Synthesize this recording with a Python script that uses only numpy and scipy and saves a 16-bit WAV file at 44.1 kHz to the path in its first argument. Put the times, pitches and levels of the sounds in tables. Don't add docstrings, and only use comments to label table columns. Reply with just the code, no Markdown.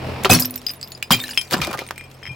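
import sys
import numpy as np
from scipy import signal
from scipy.fft import rfft, irfft, next_fast_len
from scipy.io import wavfile
from scipy.ndimage import map_coordinates

SR = 44100
rng = np.random.default_rng(int(sys.argv[2]) if len(sys.argv) > 2 else 0)


def waveform_to_disk(signal):
    frames = np.transpose(np.atleast_2d(signal))
    scaled = np.clip(frames, -1, 1) * 32767
    samples = np.round(scaled).astype(np.int16)
    wavfile.write(sys.argv[1], SR, samples)


N = 103635
T = np.arange(N) / SR


def amp(db):
    return 10 ** (np.asarray(db) / 20)


def unit(x):
    return x / np.sqrt(np.mean(x ** 2) + 1e-20)


def along(points, hz):
    point_hz, value = np.transpose(points)
    return np.interp(np.log(hz + 1), np.log(point_hz + 1), value)


def wobble(rate):
    knots = rng.standard_normal(int(N * rate / SR) + 4)
    return map_coordinates(knots, [T * rate])


def filtered(x, response):
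    size = next_fast_len(N + 8192)
    hz = np.fft.rfftfreq(size, 1 / SR)
    return irfft(rfft(x, size) * response(hz), size)[..., :N]


def band(x, lo_hz, hi_hz):
    return signal.sosfilt(signal.butter(2, [lo_hz, hi_hz], "bandpass", fs=SR, output="sos"), x)


# (frequency [Hz], likeness [0-1])
STEREO_LIKENESS = [(30, 1), (120, 1), (1000, 0.57), (8000, 0.46), (16000, 0.32)]


def noise():
    def mid_side_gains(hz):
        angle = np.arccos(np.clip(along(STEREO_LIKENESS, hz), 0, 1)) / 2
        return np.array([np.cos(angle), np.sin(angle)])

    mid, side = filtered(rng.standard_normal((2, N)), mid_side_gains)
    return np.array([mid + side, mid - side])


RISE_CYCLES = 0.32


def add(out, s, db, hz, t60, pan_db):
    start, t = round(s * SR), T[:round(1.2 * t60 * SR)]
    decay = amp(db - 60 * t / t60)
    ring = decay * (1 - np.exp(-t * hz / RISE_CYCLES)) * np.sin(2 * np.pi * hz * t)
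    sides = amp([[pan_db / 2], [-pan_db / 2]])
    out[:, start:start + len(t)] += (sides * ring)[:, :N - start]


PING_SPREAD, PING_PAN_DB = 0.77, 2.5
PING_SIZE_DB, PING_MAX_DB = 8.5, 12


def pings(count, centre_hz, life_cycles):
    u, g = rng.random((count, 3)), rng.standard_normal((count, 2))
    hz = np.clip(centre_hz * np.exp(PING_SPREAD * g[:, :1]), 500, 16000)
    k = np.arange(600)
    cycles = hz * k / SR
    size = amp(np.minimum(-PING_SIZE_DB * np.log(u[:, 1:2]), PING_MAX_DB))
    life = life_cycles * (0.076 + u[:, 2:] ** 2)
    fade = 1 - k / len(k)
    ping = size * np.exp(-cycles / life) * np.sin(2 * np.pi * cycles) * fade
    at = ((u[:, :1] * N).astype(int) + k).ravel()
    sides = [amp(side * PING_PAN_DB * g[:, 1:]) for side in (1, -1)]
    return unit(np.array([np.bincount(at, (ping * gain).ravel())[:N] for gain in sides]))


# (time [s], rise [s], hold [s], body and crack t60 [s],
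# thump level [dB], body level [dB], crack level [dB], splinter level [dB])
BURSTS = [(0.2333, 0.0011, 0.0034, 0.025, -57, -46, -30, -28.5),
          (0.247, 0.00089, 0.003, 0.07, -53, -11, -14.5, -25),
          (0.293, 0.0053, 0.04, 0.17, -13, -16.5, -16, -14.5),
          (0.395, 0.0012, 0.007, 0.2, -48, -31.5, -37.5, -20.5),
          (1.106, 0.001, 0.013, 0.16, -20, -20, -16, -15.5),
          (1.492, 0.038, 0.0075, 0.056, -30, -22, -23.5, -25),
          (1.535, 0.0023, 0.008, 0.051, -31, -14.5, -29, -48),
          (1.565, 0.0015, 0.011, 0.5, -29, -33.5, -38.5, -42.5),
          (1.613, 0.0018, 0.026, 0.035, -60, -29, -28.5, -48),
          (1.652, 0.0012, 0.063, 0.14, -47, -31.5, -41, -52),
          (1.727, 0.0019, 0.025, 0.038, -36.5, -29.5, -42, -45),
          (1.778, 0.0032, 0.014, 0.24, -68, -36, -34.5, -44)]
# (low edge [Hz], high edge [Hz])
BURST_BANDS = [(95, 342), (300, 1300), (1700, 5250), (6000, 18100)]
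# (time [s], level [dB], pitch [Hz], t60 [s])
WALL_KNOCKS = [(0.2495, -13.5, 382, 0.089), (0.2475, 11, 2160, 0.002), (.297, -4.5, 751, 0.045),
               (.305, -13.5, 487, 0.18), (0.316, -15.5, 91, 0.12), (0.332, -12, 117, .15),
               (0.35, -17, 161, 0.22), (.475, -30, 109.7, 0.19), (1.108, -7.5, 192, 0.073),
               (1.107, 5, 1047, 0.0075), (1.149, -21, 114.6, 0.18), (1.375, 2.5, 2660, 0.007),
               (1.392, -24, 10740, 0.046), (1.413, -33, 10740, 0.063), (1.534, -8, 4905, 0.02),
               (1.543, -10.5, 1424, 0.015), (1.539, -12, 245, 0.057), (1.598, -21, 144, 0.12),
               (1.615, -25.5, 70, 0.17), (1.675, -16.5, 636, 0.032), (1.677, -18.5, 332, 0.052),
               (1.74, -28, 1124, 0.022), (1.79, -20.5, 420, 0.017), (1.819, -6, 570, 0.0046),
               (1.9087, -3.5, 1060, 0.0036), (2.229, -20.5, 1920, 0.0056), (2.274, -19.5, 2070, 0.0088),
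               (2.283, -25.5, 108, 0.076), (2.307, -21, 125, 0.062)]
T60_FACTORS = [1.27, 1, 1, 0.68]
CRACKLE_HZ, CRACKLE_DB = 907.7, 5
CHIP_COUNT, CHIP_DB, CHIP_HZ, CHIP_CYCLES = 2400, -9, 4525, 120
GRIT_COUNT, GRIT_DB, GRIT_HZ, GRIT_CYCLES = 1600, -5.5, 3600, 1.9
KNOCK_PAN_DB = 2


def breaks():
    out = np.zeros((2, N))
    chips = amp(CHIP_DB) * pings(CHIP_COUNT, CHIP_HZ, CHIP_CYCLES)
    snaps = amp(GRIT_DB) * pings(GRIT_COUNT, GRIT_HZ, GRIT_CYCLES)
    for k, (lo_hz, hi_hz) in enumerate(BURST_BANDS):
        shape = np.zeros(N)
        for s, rise, hold, t60, *db in BURSTS:
            attack = np.clip((T - s) / rise, 0, 1) ** 2
            dying_s = np.maximum(T - s - rise - hold, 0)
            shape += attack * amp(db[k] - 60 * dying_s / (t60 * T60_FACTORS[k]))
        crackle = unit(noise() * amp(CRACKLE_DB * wobble(CRACKLE_HZ)))
        out += shape * unit(band(crackle + chips + snaps, lo_hz, hi_hz))
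    for knock, side in zip(WALL_KNOCKS, rng.standard_normal(len(WALL_KNOCKS))):
        add(out, *knock, KNOCK_PAN_DB * side)
    return out


# (time [s], level [dB], pitch [Hz], t60 [s], left over right [dB])
SHARD_RINGS = [(0.2995, -10.5, 3450, 0.028, 0), (0.301, -10.5, 2548, 0.15, 3), (0.314, -6, 2560, 0.08, -1),
               (0.3043, -13.5, 7920, 0.046, -10), (0.312, -4.5, 5060, 0.045, 4),
               (0.3106, -5.5, 6130, 0.057, -5), (0.342, -14, 4390, 0.073, 0),
               (0.3495, -9.5, 5620, 0.052, 5.5), (0.353, -13.5, 10560, 0.026, 3),
               (0.383, -27.5, 5560, 0.19, 3), (0.4, -31, 10930.0, 0.05, -9),
               (0.3981, -13.5, 12900, 0.037, 3), (0.4, -12, 13800, 0.056, -8),
               (0.4235, -21, 10750, 0.025, -2), (0.423, -10, 5010, 0.029, 2),
               (0.4516, -18.5, 5540, 0.038, 6), (0.403, -18, 4650, 0.012, 2),
               (0.456, -11, 13300, 0.032, -8), (0.508, -23, 14300, 0.024, -2),
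               (0.5086, -21.5, 10140, 0.016, 1), (0.5445, -40, 10660.0, 0.021, -17),
               (0.5598, -13.5, 13830, 0.013, -8), (0.5774, -29.5, 7700, 0.014, -6),
               (0.578, -38, 10600, 0.05, -1.5), (0.5786, -33, 5500, 0.034, 6),
               (0.6665, -25, 13800, 0.02, -4), (0.6666, -13.5, 4978, 0.043, 8.5),
               (0.68, -44, 10400, 0.036, 0), (0.6935, -17.5, 4943, 0.047, 5.5),
               (0.712, -37, 10300, 0.092, -2), (0.7125, -32, 13800, 0.037, -14),
               (0.7357, -31, 13640, 0.031, -9), (0.76, -42, 10600, 0.11, -2), (0.8124, -34, 7810, 0.05, -9),
               (0.8292, -26.5, 4940, 0.079, 6), (0.843, -39, 12600, 0.045, 8),
               (0.882, -36, 13840, 0.034, -8), (0.9063, -35, 14300, 0.028, 7),
               (0.92, -35.5, 6960, 0.12, -4), (0.9215, -45, 10770.0, 0.13, 5),
               (0.9499, -32, 4900, 0.058, 7), (1.028, -14.5, 2540, 0.015, -4), (1.03, -33, 4980, 0.12, 5),
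               (1.11, -7.5, 5200, 0.019, 1), (1.118, -8, 4830, 0.025, 5), (1.1217, -4, 3173, 0.074, 3),
               (1.135, -13, 4965, 0.038, 9), (1.134, -15, 4040, 0.028, 11), (1.15, -32, 3135, 0.1, 6),
               (1.1241, -14, 12400, 0.064, -1), (1.13, -19, 7020, 0.057, -18),
               (1.133, -14.5, 2412, 0.12, -2), (1.1631, -26, 15530.0, 0.05, -4),
               (1.202, -21, 3650, 0.067, 3), (1.201, -44, 8900, 0.066, 1), (1.2161, -28, 14440, 0.082, -4),
               (1.229, -38, 7230, 0.092, -16), (1.238, -22.5, 1757, 0.036, 1),
               (1.24, -23.5, 4000, 0.045, 1), (1.2396, -37, 13500, 0.059, 1),
               (1.243, -38, 8710.0, 0.057, -11), (1.2485, -49, 5016, 0.22, 15),
               (1.2906, -34, 15900, 0.062, -4), (1.292, -27, 2870, 0.035, 0), (1.2906, -25, 1690, 0.031, 4),
               (1.292, -34.5, 6900, 0.063, -8), (1.2965, -36, 11900, 0.045, 6),
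               (1.3087, -20.5, 4940, 0.032, 2.5), (1.3103, -30.5, 10100, 0.039, -6),
               (1.334, -33, 2970, 0.062, 0), (1.3763, -23, 5195, 0.03, 7), (1.4133, -38, 15290.0, 0.11, 2),
               (1.4158, -37.5, 5010, 0.12, 20), (1.58, -31, 7570, 0.026, -9), (1.6182, -24.5, 1260, 0.2, 5),
               (1.758, -34, 1194, 0.087, -7), (1.822, -35, 1240, 0.05, -13),
               (1.8763, -32.5, 8760, 0.025, 2)]
# (pitch [Hz], relative level [dB], t60 [s], left over right [dB])
BASE_MODES = [(2412, -0.5, 0.2, 5), (3157, -6, 0.1, 11.5), (5240, -6.5, 0.07, 14), (8310, -18.5, 0.066, -5),
              (10740, -26, 0.039, 12), (12200, -22, 0.081, 3)]
# (time [s], level [dB], extra on the lowest mode [dB], extra on the three highest modes [dB])
BASE_BLOWS = [(1.375, -9.5, -16.5, -3), (1.411, -22, -20, -14), (1.617, -25.5, 7, 2), (1.645, -33, 10, -5),
              (1.69, -45.5, 16, 4), (1.79, -35, 4, -16), (1.96, -51, 6, 4), (1.978, -52.5, 12, 33),
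              (1.995, -47, 11, 0), (2.011, -45.5, 8.5, 2), (2.039, -41.5, 3.5, 12), (2.101, -58, -16, 21),
              (2.142, -48.5, -26, 16), (2.232, -34, -8, 0), (2.253, -39, -9, -2), (2.265, -32, -9, -16),
              (2.276, -35, -18, 1), (2.293, -42.5, 11, -5), (2.315, -40.5, -16, 6)]
FLUTTER_DB, FLUTTER_HZ = 1.6, 200


def shards():
    out = np.zeros((2, N))
    for ring in SHARD_RINGS:
        add(out, *ring)
    chance = rng.standard_normal((len(BASE_BLOWS), len(BASE_MODES)))
    for (s, db, low_db, high_db), scatter in zip(BASE_BLOWS, chance):
        for k, (hz, mode_db, t60, pan_db) in enumerate(BASE_MODES):
            blow_db = db + low_db * (k == 0) + high_db * (k > 2)
            add(out, s, blow_db + mode_db + 1.8 * scatter[k], hz, t60, pan_db)
    return out * amp(FLUTTER_DB * wobble(FLUTTER_HZ))


# (time [s], level before TICK_DB [dB], clack pitch [Hz], treble noise over the clack [dB])
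CONTACT_TICKS = [(0.3471, -3, 4600, -16), (0.3889, -4.5, 2260, -15), (0.4227, -24, 4620, -25),
                 (0.4476, -13.5, 2340, -6), (0.455, -14, 4900, -10), (0.498, -29, 4540, -2),
                 (0.5079, -39, 1940, -25), (0.5406, -20.5, 4960, -8), (0.557, -23, 2830, -0.5),
                 (0.5773, -21, 2410, -15), (0.6165, -30.5, 1740, -1.5), (0.6652, -12, 3000, -11.5),
                 (0.685, -17.5, 2500, -7.5), (0.6931, -14, 4670, -12.5), (0.7035, -15.5, 2920, -11),
                 (0.7357, -30, 2600, -2.5), (0.7454, -31, 1800, -12), (0.813, -12.5, 4700, -17),
                 (0.8288, -5.5, 4700, -21), (0.875, -20.5, 5100, -12.5), (0.9053, -36.5, 4530, -16),
                 (0.9195, -12.5, 4400, -15), (0.976, -35, 2430, 1), (1.0263, 0.5, 2560, -15),
                 (1.178, -15, 2950, -26), (1.196, -9, 2450, -18), (1.2, -11.5, 4300, -13.5),
                 (1.2143, -24, 3630, -16), (1.2384, -18, 4020, -4), (1.2615, -31, 3600, -29),
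                 (1.281, -18.5, 1750, -6), (1.2909, -13, 1500, -17), (1.3118, -16.5, 1720, -13),
                 (1.3338, -13, 2760, -25), (1.376, -4, 3100, -9.5), (1.4132, -10.5, 3290, -7),
                 (1.51, -20, 2970, 3), (1.57, -12, 2510, -13.5), (1.6029, -8, 1840, -30),
                 (1.6167, -1, 2370, -12.5), (1.6308, -4, 2280, -20), (1.642, -4, 3750, -25),
                 (1.6478, -4, 2040, -13), (1.671, -13.5, 2200, -6.5), (1.712, -11.5, 2290, -12.5),
                 (1.7298, -9, 1300, -12.5), (1.7402, -6.5, 1300, -20.5), (1.7747, -13, 1930, -15),
                 (1.7906, 0, 2180, -20.5), (1.8188, -19.5, 2360, -19), (1.838, -27, 2410, -14),
                 (1.8655, -22, 2320, -9.5), (1.8884, -14.5, 2300, -15), (1.9084, -10.5, 1680, -11),
                 (1.9594, -24, 2350, -13), (1.9793, -8, 2200, -21), (2.0103, -13, 2110, -23),
                 (2.1142, -31, 4080, -4.5), (2.2304, -29, 2970, -23), (2.2545, -8, 2100, -42),
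                 (2.266, -7, 2320, -34), (2.2717, -32, 2500, -25), (2.2934, -29, 2440, -23)]
TICK_DB, CLACK_T60 = -9, 0.0068
MID_DB = 3.5
TICK_T60, SCRAPE_DB, SCRAPE_T60 = 0.017, -18.5, 0.053


def ticks():
    s, db, clack_hz, treble_db = np.transpose(CONTACT_TICKS)
    t, out = T[:SR // 10], np.zeros((2, N))
    for clack in zip(s, db + TICK_DB, clack_hz):
        add(out, *clack, CLACK_T60, 0)
    shape = amp(-60 * t / TICK_T60) + amp(SCRAPE_DB - 60 * t / SCRAPE_T60)
    at = np.round(s * SR).astype(int)
    for part_db, (lo_hz, hi_hz) in zip([treble_db + MID_DB, treble_db], BURST_BANDS[2:]):
        blows = np.bincount(at, amp(db + part_db + TICK_DB), N)
        burst = signal.fftconvolve(blows, shape)[:N] * noise()
        out = out + band(burst, lo_hz, hi_hz) * np.sqrt(SR / 2 / (hi_hz - lo_hz))
    return out


# (time [s], level [dB])
CRUMB_LEVELS = [(0.299, -20.5), (.5, -53), (0.649, -52), (.8, -56), (1.09, -58), (1.159, -38.5),
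                (1.35, -39.5), (1.48, -48), (1.6, -75), (1.8, -51), (1.95, -59), (2.35, -58)]


def crumbs():
    s, db = np.transpose(CRUMB_LEVELS)
    shower = pings(4500, centre_hz=7054, life_cycles=23)
    return shower * amp(np.interp(T, s, db)) * (T > s[0])


# (time [s], level [dB])
TYRE_JOLTS = [(0.327, -17), (1.114, -28)]


def tyre():
    out = np.zeros((2, N))
    for s, db in TYRE_JOLTS:
        add(out, s, db, hz=250.6, t60=0.67, pan_db=0)
    return out


# (time [s], level [dB], hiss over that level before HISS_DB [dB])
ENGINE_COURSE = [(0, -30, -2), (0.099, -30.5, 1), (.23, -31, -0.5), (.45, -41.5, 0), (.7, -47, 1),
                 (1.101, -46.5, -0.5), (1.25, -47.5, 5), (1.499, -46.5, -0.5), (1.9, -43, -4.5),
                 (2.35, -48, 2)]
# (multiple of the firing rate, relative level [dB])
HUM_ORDERS = [(1, -11), (2, -5), (3, -1.5)]
# (frequency [Hz], relative density [dB per Hz])
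HISS_SPECTRUM = [(25, -15), (60, -8.5), (130, -13), (200, -8), (500, -10.5), (1000, -14.5), (1600, -22),
                 (2550, -19.5), (3500, -28), (5500, -31), (6200, -41), (16000, -45.5)]
FIRING_HZ, WAVER_HZ = 44.14, 1.138
HISS_DB, GATING = 0.5, 0.14


def engine():
    s, level_db, hiss_db = np.transpose(ENGINE_COURSE)
    turn = 2 * np.pi * np.cumsum(FIRING_HZ + WAVER_HZ * wobble(7.94)) / SR
    hum = np.zeros((2, N))
    for k, db in HUM_ORDERS:
        side_db = 1.3 * np.array([wobble(8.86), wobble(9.43)])
        hum += amp(db + 2.3 * wobble(23.84) + side_db) * np.sin(k * turn + k * k)
    hiss = unit(filtered(noise(), lambda hz: amp(along(HISS_SPECTRUM, hz))))
    hiss = hiss * (1 + GATING * np.cos(turn))
    hiss_gain = amp(HISS_DB + np.interp(T, s, hiss_db) + 0.61 * wobble(20))
    return amp(np.interp(T, s, level_db)) * (hum + hiss_gain * hiss)


CAR_DB, CAR_T60, CAR_DELAY_S = -9.5, 0.088, 0.0033


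def scene():
    near = breaks() + shards() + ticks() + crumbs()
    t = T[:SR // 8]
    tail = noise()[:, :len(t)] * amp(-60 * t / CAR_T60) * (t > CAR_DELAY_S)
    tail = tail / np.linalg.norm(tail[0])
    echo = signal.fftconvolve(near.mean(0)[None], tail, axes=1)[:, :N]
    return near + amp(CAR_DB) * echo + tyre() + engine()


LOW_CUT_HZ, TOP_HZ = 45, 16000


def record(dry):
    x = signal.sosfilt(signal.butter(2, LOW_CUT_HZ, "highpass", fs=SR, output="sos"), dry)
    x = x / (1 + np.abs(x / .85) ** 5) ** (1 / 5)
    return filtered(x, lambda hz: hz < TOP_HZ)


dry = scene()
out = record(dry)
waveform_to_disk(out)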